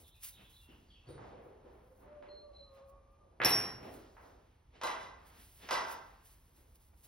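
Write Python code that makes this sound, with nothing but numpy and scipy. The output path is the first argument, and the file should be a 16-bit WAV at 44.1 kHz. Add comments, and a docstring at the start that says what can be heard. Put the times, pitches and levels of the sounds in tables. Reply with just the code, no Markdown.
"""A quiet, hard-walled kitchen, heard from above a roasting pan through a phone's two microphone ports.
Close by, palms brush and dried herbs snap in tiny clicks. A glass jar clinks down, a tin is knocked
twice on the counter and rings, metal tinks and someone shuffles about with dull bumps. Farther off,
birds chirp beyond the window, a faint whine wavers and the house rumbles."""
import sys
import numpy as np
from scipy import signal
from scipy.fft import rfft, irfft, next_fast_len
from scipy.io import wavfile
from scipy.ndimage import uniform_filter1d

SR = 44100
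rng = np.random.default_rng(int(sys.argv[2]) if len(sys.argv) > 2 else 0)


def materialize(psi):
    """Save the field psi as 16-bit PCM at rate SR to the path in sys.argv[1].

    A 1-D psi becomes a single channel; in a 2-D psi each row is a channel.
    """
    bounded = np.clip(np.atleast_2d(psi).T, -1, 1)
    quanta = np.round(bounded * 32767).astype(np.int16)
    wavfile.write(sys.argv[1], SR, quanta)


N = 311787
THUD_LEAD = 220  # samples from the start of a thud to its impact

# Spectrum of herbs and dry skin: f/Hz, level/dB
RUSTLE_SPECTRUM = [(300, -25), (1500, -7), (3000, -3.5), (6000, -1.5), (9000, 1), (12000, 4), (16000, 4.5)]
# Strokes of the palms, close to the microphone: t/s of the peak, level/dB, rise/s, fade/s
PALM_STROKES = [(0, -58.5, .03, 0.14), (.08, -61, .03, 0.055), (.16, -68, .04, 0.11),
                (.24, -42, 0.028, 0.11), (.29, -48, 0.038, 0.035), (.4, -72.5, 0.09, 0.68),
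                (.5, -64, .012, 0.21), (.64, -68, .15, 0.12), (.72, -77, .05, 0.41),
                (1.1, -72, 0.033, 0.067), (1.44, -78, 0.055, 0.13), (2.02, -74, 0.5, 0.086),
                (2.75, -75, .05, .07), (2.9, -68, .04, 0.023), (3.12, -82, 0.017, .05),
                (3.83, -69.5, 0.05, 0.66), (3.944, -57.5, 0.077, 0.087), (4.22, -76, 0.057, 0.38),
                (5.27, -63.5, 0.036, 0.1), (5.4, -62, 0.18, 0.6), (5.48, -62.5, 0.072, 0.88),
                (5.926, -49.5, 0.064, 0.04), (6.1, -79, .1, 0.94), (6.26, -61, 0.034, 0.3),
                (6.57, -66, 0.13, 0.28), (6.758, -59.5, 0.018, 0.02), (6.834, -67.5, 0.15, 0.17),
                (6.994, -66, 0.073, 0.16), (7.045, -54.5, 0.024, 0.048)]

def herbs(snaps_per_s=4600, scatter_db=1.5, snap_db=-1.5):
    """Brittle leaves snap in dense tiny clicks over the hiss of skin, swelling with each stroke."""
    def rustle():
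        snaps = (rng.random(N) < snaps_per_s / SR) * rng.standard_normal(N)
        snaps *= undb(scatter_db * rng.exponential(size=N))
        skin = rng.standard_normal(N)
        return unit(colour(undb(snap_db) * unit(snaps) + skin, RUSTLE_SPECTRUM))
    return two_ports(rustle) * swell(stroke_power(PALM_STROKES)) * undb(1.5 * wander(30))

# Jar landing and rocking: t/s, clack level/dB, clack width/octaves, boom level/dB, ring level/dB
JAR_LANDING = [(3.402, -29.5, .57, -35, -80.5), (3.417, -25.5, 0.9, -44.5, -59.5),
               (3.437, -26, 1.5, -45, -80), (3.448, -20, 1.63, -27.5, -22)]
# Resonances of the counter under it: f/Hz, width/octaves, level/dB
COUNTER_BANDS = [(118.4, .4, -17), (353, 1.2, 0), (824, .6, -4)]

def jar_knocks(clack_hz=1670):
    """Each blow of the jar makes a hard clack and sets the counter booming."""
    out = np.zeros(N)
    for at, clack_db, octaves, boom_db, _ in JAR_LANDING:
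        boom = sum(undb(db) * thud(hz, width) for hz, width, db in COUNTER_BANDS)
        clack = thud(clack_hz, octaves)
        add(out, at - THUD_LEAD / SR, undb(clack_db) * clack + undb(boom_db) * boom)
    return out

# Modes of the glass: f/Hz, level/dB, t60/s
GLASS_MODES = [(1852, -15, .15), (2500, -14, .12), (3924, -18, .25), (5414, -4.5, .3), (5492, 1.5, .4),
               (6368, -20, .12), (9368, -14, .4), (10162, -15, .4), (11722, -9, .12), (11745, -19, .4),
               (12318, -10, .28), (15390, -24, .28)]

def jar_ring():
    """The glass rings on after each blow."""
    out = np.zeros(N)
    for at, *_, ring_db in JAR_LANDING:
        add(out, at, undb(ring_db) * ring(GLASS_MODES))
    return out

# Tin on the counter, two clusters of blows: t/s, level/dB, width/octaves, ring over contact/dB
TIN_KNOCKS = [(4.814, -38, 1.74, -6), (4.835, -33, 2.53, 3), (4.871, -34, 1.37, -32.5),
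              (5.689, -32.5, 1.4, -21), (5.709, -27.5, 2.2, -1), (5.733, -36, 2.3, -10),
              (5.748, -34, 0.81, -36)]
# Modes of the tin: f/Hz, level/dB, t60/s
TIN_MODES = [(660, -14.5, 0.11), (781, -27.5, 0.017), (1068, 4.5, 0.025), (1184, -6, 0.11),
             (1378, 4.5, 0.022), (1577, -5, 0.098), (2034, -3, 0.055), (4046, -4, 0.04)]

def tin(knock_hz=1190, scrape_s=0.0056, grit_hz=5400, grit_db=-13.5):
    """A scraping contact drives the tin's modes and shakes its gritty contents."""
    out = np.zeros(N)
    for at, db, octaves, ring_db in TIN_KNOCKS:
        contact = thud(knock_hz, octaves, scrape_s)
        body = signal.fftconvolve(contact, ring(TIN_MODES))
        body = undb(ring_db) * body / np.abs(body).max()
        grit = undb(grit_db) * thud(grit_hz, 0.24, scrape_s)
        body[:len(contact)] += contact + grit
        add(out, at - THUD_LEAD / SR, undb(db) * body)
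    return out

def tink(at=1.085, hz=9180, db=-70.5, t60=0.18):
    """A tiny piece of metal rings in one high mode."""
    out = np.zeros(N)
    add(out, at, ring([(hz, db, t60)]))
    return out

# Dull bumps about the kitchen: t/s, level/dB, f/Hz, width/octaves
DULL_BUMPS = [(.69, -55, 228, 0.78), (1.074, -53.5, 117, 0.32), (1.091, -46, 390, 0.34),
              (1.18, -46.5, 814, 1.14), (1.331, -53.5, 460, 0.34), (1.449, -52, 410, 0.37),
              (1.53, -65, 595, 0.56), (1.65, -50, 353, 0.72), (2.042, -59.5, 490, 1),
              (2.225, -52.5, 820, 1.53), (2.272, -59.5, 411, 0.21), (3.83, -47.5, 1524, 1.24),
              (4.168, -50.5, 1047, 1.04), (6.262, -68, 4500, 0.52)]

def bumps():
    """Soft knocks, each one short band of sound."""
    out = np.zeros(N)
    for at, db, hz, octaves in DULL_BUMPS:
        add(out, at - THUD_LEAD / SR, undb(db) * thud(hz, octaves))
    return out

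# Clothes, feet and things moved nearby: t/s of the peak, level/dB, rise/s, fade/s, falloff/(dB/octave)
MOVEMENTS = [(0, -71.5, .03, .14, 8), (.41, -73.5, 0.11, 0.18, 0.5), (.7, -78, 0.054, 0.55, 0),
             (1.09, -65, 0.063, 0.36, 4.5), (1.24, -57.5, 0.16, 0.5, 7), (1.66, -68, .05, 1, 8),
             (2.03, -63.5, 0.085, 0.59, 7.5), (2.54, -77, 0.086, 0.27, 3.5), (2.78, -78, 0.098, .15, 0.9),
             (2.96, -72, 0.22, 0.3, 14.5), (3.24, -72, 0.22, 0.99, 14), (3.86, -61, 0.12, 0.39, 3.5),
             (4.26, -67, 0.14, 0.32, 3.5), (4.76, -70, .05, 0.17, 2.1), (5.2, -72, .2, 0.8, 4),
             (5.4, -72.5, 0.32, .2, 0.8), (5.634, -64, 0.055, 0.71, 0.36), (6.6, -80, 0.29, 0.88, 7.5),
             (6.94, -74.5, 0.025, 0.024, 4), (7.05, -77, 0.067, 0.14, 7.5)]

def shuffle():
    """Cloth and foot noise in octave bands that flicker alone and fall off either side of about 400 Hz."""
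    power = stroke_power(MOVEMENTS)
    falloff_db = np.abs(np.transpose(MOVEMENTS)[4][:, None])
    cloth = two_ports(lambda: rng.standard_normal(N))
    out = 0
    for octave, hz in enumerate(150 * 2. ** np.arange(6)):
        band = shape(cloth, hump(hz, 0.77))
        band_power = power * undb(-2 * falloff_db * abs(octave - 1.5))
        flicker = undb(3.7 * wander(5.8))
        out += band / np.std(band.mean(axis=0)) * swell(band_power) * flicker
    return out

# Birds beyond the window: t/s, start f/Hz, end f/Hz, length/s, level/dB
BIRD_NOTES = [(0.031, 4180, 3090, 0.041, -73), (0.12, 4290, 3300, 0.029, -73),
              (0.143, 2740, 2370, 0.024, -75.5), (0.322, 3990, 3400, 0.038, -67),
              (0.356, 3190, 2550, 0.045, -71.5), (0.441, 3480, 2910, 0.035, -69),
              (0.531, 4290, 3700, 0.023, -69), (0.554, 3556, 3330, 0.031, -70),
              (0.601, 2770, 2667, 0.143, -76.5), (0.681, 3520, 2465, 0.035, -74),
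              (0.882, 4740, 4320, 0.041, -77), (0.9, 3577, 2910, 0.035, -69),
              (0.943, 2890, 2600, 0.045, -75), (1.064, 4690, 3570, 0.053, -77),
              (2.228, 2960, 2550, 0.024, -80), (2.284, 4250, 4140, 0.12, -65.5),
              (2.53, 4107, 4037, 0.11, -65.5)]

def birds(rasp_per_warble=20.2):
    """Short whistles fall fast, then level off; a deeper fall brings more warble and rasp."""
    out, flutter, roughness = np.zeros(N), wander(300), wander(900)
    for at, from_hz, to_hz, length, db in BIRD_NOTES:
        progress = np.linspace(0, 1, int(length * SR))
        now = slice(int(at * SR), int(at * SR) + len(progress))
        warble = .005 + 0.194 * abs(1 - to_hz / from_hz)  # share of the pitch
        hz = to_hz + (from_hz - to_hz) * (1 - progress) ** 1.295
        phase = 2 * np.pi * np.cumsum(hz * (1 + warble * flutter[now])) / SR
        envelope = np.sin(np.pi * progress ** .5)
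        rasp = 1 + rasp_per_warble * warble * roughness[now]
        add(out, at, undb(db) * envelope * rasp * np.sin(phase))
    return out

# Faint background whines: t/s, length/s, start f/Hz, end f/Hz, level/dB, second partial level/dB
WHINE_GLIDES = [(1.76, .22, 480, 538, -72, -87), (2.02, .68, 592, 566, -65, -81),
                (2.66, 0.38, 548, 552, -65.5, -75), (3.18, 0.11, 600, 520, -70.5, -83),
                (2.6, 0.71, 1225, 1185, -78.5, -100)]

def whines(fade_s=0.089, waver=.013):
    """Two-partial tones drift from one pitch to another, wavering in pitch and level."""
    t, out = np.arange(SR) / SR, np.zeros(N)
    for at, length, from_hz, to_hz, *partial_dbs in WHINE_GLIDES:
        fade = np.clip(np.minimum(t, length - t) / fade_s, 0, 1)
        hz = from_hz + (to_hz - from_hz) * t / length
        phase = 2 * np.pi * np.cumsum(hz * (1 + waver * wander(40, SR))) / SR
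        for harmonic, db in enumerate(partial_dbs, 1):
            amplitude = np.sqrt(2) * undb(db + 2.5 * wander(25, SR))
            add(out, at, fade * amplitude * np.sin(harmonic * phase))
    return out

# Room tone, all around the microphone: f/Hz, relative level/dB
HOUSE_SPECTRUM = [(13, -28.5), (22, 6), (64, 2), (169, -16), (690, -28.5), (910, -24), (1410, -33),
                  (5460, -42.5), (6440, -39.5), (7190, -59.5), (8720, -43.5), (10900, -45.5), (16000, -69)]

def house(db=-62.5):
    """Steady rumble and air of the building."""
    return undb(db) * two_ports(lambda: unit(colour(rng.standard_normal(N), HOUSE_SPECTRUM)))

# Decay between the kitchen's hard walls: f/Hz, t60/s
KITCHEN_DECAY = [(60, 1.5), (250, 0.77), (1000, 0.71), (4000, 0.51), (10000, 0.41), (16000, 0.23)]

def kitchen_echoes(build_s=0.0058):
    """Reflections build up fast, then each third-octave band dies at its own rate."""
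    t, noise, out = np.arange(SR) / SR, rng.standard_normal(SR), 0
    for hz in 30 * 2 ** np.arange(0, 9.4, 1 / 3):
        decay = np.exp(-np.log(1000) * t / on_hz(KITCHEN_DECAY, hz))
        out += shape(noise, hump(hz, 1 / 4)) * decay
    out *= 1 - np.exp(-t / build_s)
    return out / np.sqrt(np.sum(out ** 2))

# Side signal between the microphone ports: f/Hz, level/dB relative to mid
SIDE_SPECTRUM = [(30, -34), (125, -17), (280, -9), (700, 0), (1500, -4), (3500, -5), (6000, -44.5),
                 (16000, -27)]

def two_ports(source):
    """The ports share one sound, plus an unrelated part that is strongest in the middle tones."""
    mid, side = source(), colour(source(), SIDE_SPECTRUM)
    return np.array([mid + side, mid - side])

def thud(hz, octaves, spread_s=0.002):
    """A knock around hz, smeared over a few ms by the nearest surfaces; peak 1."""
    t = np.arange(8192) / SR
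    burst = rng.standard_normal(len(t)) * np.exp(-t / spread_s)
    spectrum = rfft(np.roll(burst, THUD_LEAD))
    smear = irfft(spectrum / np.abs(spectrum))  # spread in time, flat in frequency
    knock = shape(smear, hump(hz, octaves))
    knock[:200] *= np.linspace(0, 1, 200) ** 4
    return knock / np.abs(knock).max()

def ring(modes):
    """Decaying modes, struck at a new spot each time."""
    hz, db, t60 = np.transpose(modes)[:, :, None]
    t = np.arange(SR // 2) / SR
    strength = undb(db + 1.5 * rng.standard_normal(hz.shape))
    return np.sum(strength * np.exp(-np.log(1000) * t / t60) * np.sin(2 * np.pi * hz * t), axis=0)

def stroke_power(strokes):
    """Power of each stroke every 64 samples; one rise or fade time spans 20 dB."""
    peak_s, db, rise, fade = np.transpose(strokes)[:4, :, None]
    late = np.arange(0, N + 64, 64) / SR - peak_s
    spans = np.where(late > 0, late / fade, -late / rise)
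    return undb(db - 20 * np.minimum(spans, 5)) ** 2

def swell(power):
    """Summed stroke powers as a gain at every sample."""
    return np.interp(np.arange(N) / 64, np.arange(power.shape[1]), np.sqrt(power.sum(axis=0)))

def wander(rate, size=N):
    """Random levels held 1 / rate s and smoothed; rms 1."""
    hold = int(SR / rate)
    steps = np.repeat(rng.standard_normal(size // hold + 1), hold)
    return unit(uniform_filter1d(uniform_filter1d(steps, hold), hold)[:size])

def shape(x, gain):
    """Filter by a gain given as a function of frequency."""
    n = next_fast_len(x.shape[-1], True)
    return irfft(rfft(x, n) * gain(np.fft.rfftfreq(n, 1 / SR)), n)[..., :x.shape[-1]]

def colour(x, spectrum):
    """Filter by a table of f/Hz, level/dB."""
    return shape(x, lambda f: undb(on_hz(spectrum, f)))

def hump(hz, octaves):
    """Bell-shaped gain on a log-frequency axis."""
    return lambda f: np.exp(-(np.log2(np.maximum(f, 1) / hz) / octaves) ** 2)

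def on_hz(table, hz):
    """A table of f/Hz, value read on a log-frequency axis."""
    freqs, values = np.transpose(table)
    return np.interp(np.log(np.maximum(hz, 1)), np.log(freqs), values)

def undb(db):
    """Gain of a level in dB."""
    return 10 ** (np.asarray(db) / 20)

def unit(x):
    """Scaled to rms 1."""
    return x / np.sqrt(np.mean(x ** 2))

def add(out, at, x):
    """Mix x into out, starting at the given second."""
    start = int(at * SR)
    out[start:start + len(x)] += x[:N - start]

def scene(room_db=6.5, glass_send_db=-8):
    """Knocks, glass, birds and whines echo in the kitchen; herbs, shuffling and rumble arrive direct."""
    knocks = bumps() + jar_knocks() + tin() + tink()
    glass, calls, tones = jar_ring(), birds(), whines()
    to_room = undb(room_db) * (knocks + calls + undb(glass_send_db) * glass) + 0.76 * tones
    echoes = signal.fftconvolve(to_room[None], two_ports(kitchen_echoes), axes=1)[:, :N]
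    direct = undb(1.5) * knocks + glass + undb(1) * calls + 1.3 * tones
    return direct + echoes + herbs() + shuffle() + house()

# Lead of the left microphone port over the right: f/Hz, phase/rad
LEFT_LEAD = [(0, 0), (1700, .1), (3500, .7), (5500, 1.2), (7450, 3.14), (10400, 6.28), (13800, 9.42),
             (17000, 12.5)]

def record(dry, right_over_left_db=.7, low_hz=39.6, top_hz=15800):
    """The phone: the left port leads in the treble, the right is a little louder; both extremes are cut."""
    left = shape(dry[0], lambda f: np.exp(1j * np.interp(f, *np.transpose(LEFT_LEAD))))
    balance = undb(right_over_left_db / 2)
    ports = np.array([left / balance, dry[1] * balance])
    low_cut = signal.butter(4, low_hz, "high", fs=SR, output="sos")
    top_cut = signal.ellip(10, .2, 80, top_hz, fs=SR, output="sos")
    return signal.sosfilt(top_cut, signal.sosfilt(low_cut, ports))

dry = scene()
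out = record(dry)
materialize(out)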